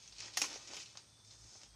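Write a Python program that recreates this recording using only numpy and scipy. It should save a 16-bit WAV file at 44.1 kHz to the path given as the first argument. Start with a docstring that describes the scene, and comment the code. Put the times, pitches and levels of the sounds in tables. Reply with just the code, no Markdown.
"""In a garden a leafy stem is cut: it cracks twice, then is pulled clear and swung aside.
Each crack is a rush of parting fibres, a train of impulses that excites the damped modes of the stem.
Leaves rustle by countless small contacts, twigs and last fibres tick and stalks knock; the surrounding
plants scatter these sounds. Behind lie faint outdoor air, a thin insect trill and a distant motor hum."""
import sys
import numpy as np
from scipy import signal
from scipy.io import wavfile

SR = 44100
rng = np.random.default_rng(int(sys.argv[2]) if len(sys.argv) > 2 else 0)


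def unload_audio(sound):
    """Save the sound as a 16-bit wav file, at the path given as the first command line argument."""
    columns = np.transpose(np.atleast_2d(sound))
    # keep every value between -1 and 1, then stretch to whole-number steps
    steps = np.round(np.clip(columns, -1, 1) * 32767)
    wavfile.write(sys.argv[1], SR, steps.astype(np.int16))


N = 77175
T = np.arange(N) / SR

# spectrum of the outdoor air: f/Hz, level/dB
AIR_SPECTRUM = [(20, -17), (38, -13), (60, 5), (100, 16), (160, 10), (260, 2.5), (500, -1.5), (1300, -2),
                (2600, -11), (3600, -1), (4700, 2.5), (6400, 4), (7350, -15), (8050, -4), (9000, -5),
                (9500, -25), (10200, -42), (10900, -14), (11700, -22.5), (15300, -25), (16200, -43)]
# thin bands of high hiss: f/Hz, width/Hz, level/dB
HISS_BANDS = [(8110, 320, -79.5), (8710, 194, -78.5), (10800, 200, -92), (11260, 160, -95)]
# motor hum: t/s, f/Hz, fundamental level/dB, octave level/dB
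MOTOR_TRACK = [(0, 54.8, -93, -75.5), (.13, 55.16, -69, -77), (.29, 54.3, -79, -68), (.42, 55.2, -88, -82),
               (.56, 55.55, -73, -73), (.85, 54.85, -90, -74.5), (1.15, 54.17, -86, -77),
               (1.3, 53.83, -80, -69), (1.45, 55.15, -63, -69), (1.56, 52.6, -97, -79),
               (1.7, 52.2, -66.5, -73.5), (1.75, 53.2, -65, -80)]
# insect trill: t/s, f/Hz, level/dB
TRILL_TRACK = [(0, 3330, -81), (1.05, 3490, -93), (1.13, 3540, -72.5), (1.2, 3527, -74.5),
               (1.31, 3607, -74), (1.42, 3604, -81), (1.62, 3350, -76), (1.7, 3250, -75), (1.75, 3280, -75)]
# reverberation time of the garden: f/Hz, T60/s
GARDEN_DECAY = [(100, 0.36), (800, 0.14), (3000, 0.16), (6000, 0.19), (10000, 0.17), (16000, 0.14)]
# leaves in motion: t/s, crisp rustle level/dB, low brushing level/dB
LEAF_LEVELS = [(0, -59, -76), (.11, -64.5, -76.5), (.17, -56, -73), (.205, -53.5, -67), (.245, -54, -60),
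               (.275, -52, -61.5), (.325, -59, -68.5), (.365, -54, -66.5), (.40, -58, -60.5),
               (.445, -42, -50), (.475, -51, -59.5), (.52, -48.5, -55), (.562, -55, -60), (.587, -57, -63),
               (.66, -57.5, -67), (.70, -55.5, -58), (.745, -48, -60), (.785, -55.5, -57.5),
               (.815, -47.5, -65.5), (.85, -60.5, -70), (.93, -61.5, -75.5), (.995, -67.5, -71),
               (1.04, -69, -78.5), (1.22, -79.5, -82), (1.275, -63, -84), (1.325, -62.5, -70.5),
               (1.38, -65.5, -80), (1.45, -61, -72.5), (1.50, -60.5, -71.5), (1.55, -57.5, -72.5),
               (1.645, -64, -69.5), (1.71, -69.5, -83), (1.75, -85, -69.5)]
# highest treble of the rustle: t/s, level/dB
FIZZ_ENVELOPE = [(.36, -100), (.39, -64), (.45, -64), (.49, -72.5), (.55, -77), (.62, -87), (.72, -83),
                 (.77, -69.5), (.82, -79), (.9, -100)]
# spectra of leaf edges, their fizz and the brushing blades: f/Hz, level/dB
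CRISP_SPECTRUM = [(100, -28), (900, -18), (1800, -16), (2250, -3.5), (3200, -2.5), (4300, -1.5),
                  (5500, 0.5), (6500, -1), (7600, -8.5), (9000, -21.5), (10500, -31), (13000, -45),
                  (16000, -50)]
FIZZ_SPECTRUM = [(100, -60), (6000, -38), (9000, -3), (11000, 1), (13000, -9), (15000, -11), (16000, -21)]
BRUSH_SPECTRUM = [(40, -23.5), (130, -8), (250, -3), (400, -1), (550, -1.5), (800, 1), (1400, -3.5),
                  (2400, -3), (4000, -25.5), (12000, -65)]
# stalk striking stalk: t/s, level/dB, peak f/Hz
STALK_KNOCKS = [(0.282, -31.5, 1460), (0.441, -20, 1120), (.559, -27.5, 650), (0.734, -30.5, 557),
                (0.9537, -32.5, 1210), (0.9741, -36.5, 1054), (1.555, -37, 751), (1.632, -40.5, 1050)]
# twigs, last stem fibres and leaf edges ticking: t/s, level/dB, decay time/s, resonance f/Hz, scatter/dB
PLANT_TICKS = [(.077, -29.5, 0.0032, 6100, -2), (0.124, -30, .004, 4270, -4), (0.184, -27, 0.0012, 5250, 1),
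               (0.193, -32, 0.00052, 5700, -9), (.2044, -21.5, .0002, 4560, -26),
               (.208, -23.5, .001, 2610, -9), (0.222, -30, .0005, 4170, 9), (0.338, -30.5, 0.0015, 5000, 6),
               (.3742, -11.5, 0.00059, 5140, -6), (0.3785, -25, 0.00027, 6300, -13),
               (0.4084, -26, 0.0033, 5940, 11.5), (0.53, -26.5, 0.00065, 5540, -1),
               (0.542, -25, 0.0005, 4940, 0), (0.557, -28, 0.0006, 5400, 5),
               (0.6745, -31.5, 0.00052, 5800, 7), (.7355, -24.5, 0.00055, 3300, -5),
               (0.744, -28, .0003, 6200, -10), (0.767, -32, 0.0009, 4500, -9),
               (0.7681, -21, 0.0041, 3000, 1), (0.801, -25.5, .0002, 5500, -2.5),
               (0.807, -31, 0.0014, 2600, -6), (0.8595, -33, 0.0012, 4500, 2),
               (.9724, -26.5, 0.00009, 4370, 0), (.974, -24, 0.00053, 5140, -6),
               (1.248, -39.5, 0.0027, 5600, 0), (1.307, -42.5, 0.00082, 4450, 13),
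               (1.441, -38.5, 0.00033, 5500, 1), (1.616, -33, 0.0023, 5500, -5),
               (1.634, -31, 0.0014, 5200, -1.5)]
# spectrum common to all ticks: f/Hz, level/dB
TICK_SPECTRUM = [(60, -51), (400, -13), (1000, -10.5), (1700, -5), (2400, -1.5), (4200, 0.5), (6400, 0.5),
                 (8000, -9), (9500, -19), (11000, -34), (13000, -46), (16000, -64)]
# cracks of the stem: t/s, level/dB, rise/s, decay time/s, corner f/Hz, roll-off/(dB/octave), scatter/dB
STEM_CRACKS = [(.3718, -7.5, 0.00009, 0.0064, 13900, 17, -3), (.4166, -6, 0.00094, 0.0043, 9900, 29, -3.5)]
# spectrum of parting fibres: f/Hz, level/dB
CRACK_SPECTRUM = [(60, -38), (200, -18.5), (450, -14), (1000, -12), (1500, -7.5), (2200, -8), (3200, -5.5),
                  (4500, -3), (5600, 2), (6900, -2), (8200, -13), (10200, -13), (12500, -15), (15000, -19),
                  (17000, -40)]
# modes of the stem: f/Hz, T60/s, level in first crack/dB, level in second crack/dB
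STEM_MODES = [(294, 0.099, -39, -18), (563, 0.055, -39.5, -22), (746, 0.057, -12, -35),
              (824, .045, -16, -12.5), (1200, 0.029, -17.5, -20.5), (1852, 0.029, -13.5, -43),
              (2072, .03, -13.5, -15), (2470, 0.029, -21, -6.5), (2724, 0.042, -16.5, -10),
              (4090, .08, -26, -17), (5490, 0.044, -23, -11), (6400, 0.035, -26, -13.5),
              (6380, 0.13, -12, -14), (6600, 0.1, -14, -28)]


def amp(db):
    """Amplitude ratio of a level in decibels."""
    return 10 ** (np.asarray(db) / 20)


def unit_rms(x):
    """Normalisation to unit mean power."""
    return x / np.sqrt(np.mean(x ** 2) + 1e-20)


def unit_energy(x):
    """Normalisation to unit total energy."""
    return x / (np.linalg.norm(x) + 1e-12)


def at_frequency(table, hz):
    """Interpolation on a logarithmic frequency axis."""
    f, value = np.transpose(table)
    return np.interp(np.log(hz + 1), np.log(f + 1), value)


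def curves(table):
    """Linear interpolation of each column of a time table at every sample."""
    times, *columns = np.transpose(table)
    return [np.interp(T, times, column) for column in columns]


def add(mix, start_s, sound):
    """Superposition of a delayed sound on the mix."""
    part = mix[max(round(start_s * SR), 0):][:len(sound)]
    part += sound[:len(part)]


def colour(x, db_at, size=2048):
    """Minimum-phase filtering: the phase follows from the gain db_at(f) by the Hilbert transform."""
    log_gain = np.log(amp(db_at(abs(np.fft.fftfreq(size, 1 / SR)))))
    kernel = np.fft.ifft(np.exp(np.conj(signal.hilbert(log_gain)))).real
    return signal.fftconvolve(x, kernel[:size // 2])[:len(x)]


def shaped(x, spectrum):
    """Spectral shaping by a table, at unit rms."""
    return unit_rms(colour(x, lambda f: at_frequency(spectrum, f)))


def narrow_noise(hz, width_hz):
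    """Modulation: slow noise on a carrier spreads it by width_hz to either side."""
    noise = rng.standard_normal(N) + 1j * rng.standard_normal(N)
    flutter = signal.sosfilt(signal.butter(2, width_hz, fs=SR, output="sos"), noise)
    carrier = np.exp(2j * np.pi * np.cumsum(hz * np.ones(N)) / SR)
    return unit_rms((flutter * carrier).real)


def outdoor_air(level_db=-66.5):
    """Stationary noise: a broad spectrum with thin bands of high hiss."""
    air = amp(level_db) * shaped(rng.standard_normal(N), AIR_SPECTRUM)
    return air + sum(amp(db) * narrow_noise(hz, width) for hz, width, db in HISS_BANDS)


def distant_motor():
    """Harmonic hum: a drifting fundamental and its phase-locked octave."""
    hz, fundamental_db, octave_db = curves(MOTOR_TRACK)
    phase = 2 * np.pi * np.cumsum(hz) / SR
    return np.sqrt(2) * (amp(fundamental_db) * np.sin(phase) + amp(octave_db) * np.sin(2 * phase))


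def insect_trill():
    """Narrow-band noise is heard as a fluttering tone, here of gliding pitch."""
    hz, db = curves(TRILL_TRACK)
    return amp(db) * narrow_noise(hz, width_hz=50)


def scatter(x, wet_db, size=16384, onset_s=0.0018):
    """Scattering by plants, ground and wall adds dense echoes that decay exponentially."""
    hz, t, spectra = signal.stft(rng.standard_normal(size), SR, nperseg=128)
    t60 = at_frequency(GARDEN_DECAY, hz)[:, None]
    tail = signal.istft(spectra * amp(-60 * t / t60), SR)[1]
    tail *= np.minimum(np.arange(len(tail)) / SR / onset_s, 1)
    return x + amp(wet_db) * signal.fftconvolve(x, unit_energy(tail))[:len(x)]


def leaf_contacts(spread_db, per_s=4500, clump_db=1.6, clump_hz=88):
    """Shot noise: random impulses, a few of them strong, as leaves catch and slip in clumps."""
    sizes_db = spread_db * np.minimum(rng.exponential(1, N), 4) + clump_db * narrow_noise(0, clump_hz)
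    impulses = amp(sizes_db) * rng.choice([-1., 1.], N) * (rng.random(N) < per_s / SR)
    return scatter(impulses, wet_db=1)


def leaf_rustle(swing_s=1.2, swing_db=-11.5):
    """Filtered shot noise: leaf edges give a crisp rustle and fizz, their blades a lower brushing."""
    def swung_spectrum(f):  # once the branch swings free, its crisp rustle weakens below the high treble
        return at_frequency(CRISP_SPECTRUM, f) + swing_db * np.clip((5200 - f) / 2500, 0, 1)

    crisp_db, brush_db = curves(LEAF_LEVELS)
    fizz_db, = curves(FIZZ_ENVELOPE)
    edges = leaf_contacts(spread_db=4)
    tangled = shaped(edges, CRISP_SPECTRUM)
    free = unit_rms(colour(edges, swung_spectrum))
    crisp = np.where(T < swing_s, tangled, free)
    fizz = shaped(edges, FIZZ_SPECTRUM)
    brush = shaped(leaf_contacts(spread_db=3.5), BRUSH_SPECTRUM)
    return amp(crisp_db) * crisp + amp(fizz_db) * fizz + amp(brush_db) * brush


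def burst(decay_s, rise_s=1 / SR, clicks_per_s=5000, size=16384):
    """Impulsive excitation: a random train of clicks under an exponential decay."""
    t = np.arange(size) / SR
    clicks = rng.choice([-1., 1.], size) * rng.uniform(0.27, 1, size)
    clicks *= rng.random(size) < clicks_per_s / SR
    clicks[0] = 1
    return clicks * np.minimum((t + 1 / SR) / rise_s, 1) * np.exp(-t / decay_s)


def stalk_knocks(db_per_octave=8, top_hz=2850):
    """Damped impact: stalk on stalk gives a dull knock with one broad spectral peak."""
    out = np.zeros(N)
    for start_s, db, hz in STALK_KNOCKS:
        def spectrum(f):
            return -db_per_octave * abs(np.log2((f + 1) / hz)) - (f / top_hz) ** 2

        knock = unit_energy(colour(burst(decay_s=0.0031), spectrum))
        add(out, start_s, amp(db) * scatter(knock, wet_db=-6))
    return out


def plant_ticks(peak_db=7.5, half_width_octaves=0.36):
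    """Resonance: each brief contact or fibre break is coloured by one broad peak."""
    out = np.zeros(N)
    for start_s, db, decay_s, hz, wet_db in PLANT_TICKS:
        def spectrum(f):
            detuning = np.log2((f + 1) / hz) / half_width_octaves
            return at_frequency(TICK_SPECTRUM, f) + peak_db / (1 + detuning ** 2)

        tick = unit_energy(colour(burst(decay_s), spectrum))
        add(out, start_s, amp(db) * scatter(tick, wet_db))
    return out


def stem_ring(crack_index, size, onset_s=0.0026):
    """Free vibration: the stem rings as a sum of exponentially damped modes."""
    t = np.arange(size) / SR
    ring = np.zeros(size)
    for hz, t60, *levels_db in STEM_MODES:
        envelope = np.minimum(t / onset_s, 1) * amp(-60 * t / t60)
        mode = np.sin(2 * np.pi * (hz * t + rng.random())) * envelope
        ring += amp(levels_db[crack_index]) * unit_energy(mode)
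    return ring


def stem_cracks():
    """Fracture: fibres part in a rush of impulses and set the stem ringing."""
    out = np.zeros(N)
    for index, (start_s, db, rise_s, decay_s, corner_hz, roll_off, wet_db) in enumerate(STEM_CRACKS):
        def spectrum(f):
            return at_frequency(CRACK_SPECTRUM, f) - roll_off * np.log2(np.maximum(f / corner_hz, 1))

        crack = unit_energy(colour(burst(decay_s, rise_s), spectrum))
        ring = stem_ring(index, len(crack))
        add(out, start_s, amp(db) * (scatter(crack, wet_db) + ring))
    return out


def scene():
    """Superposition of all sources at one point in the garden."""
    plant = stem_cracks() + plant_ticks() + stalk_knocks() + leaf_rustle()
    background = outdoor_air() + distant_motor() + insect_trill()
    return (plant + background)[None]


def record(dry):
    """Band limiting by a linear-phase low-pass filter."""
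    low_pass = signal.firwin(255, cutoff=15800, window=("kaiser", 9), fs=SR)
    return signal.oaconvolve(dry, low_pass[None], "same")


dry = scene()
out = record(dry)
unload_audio(out)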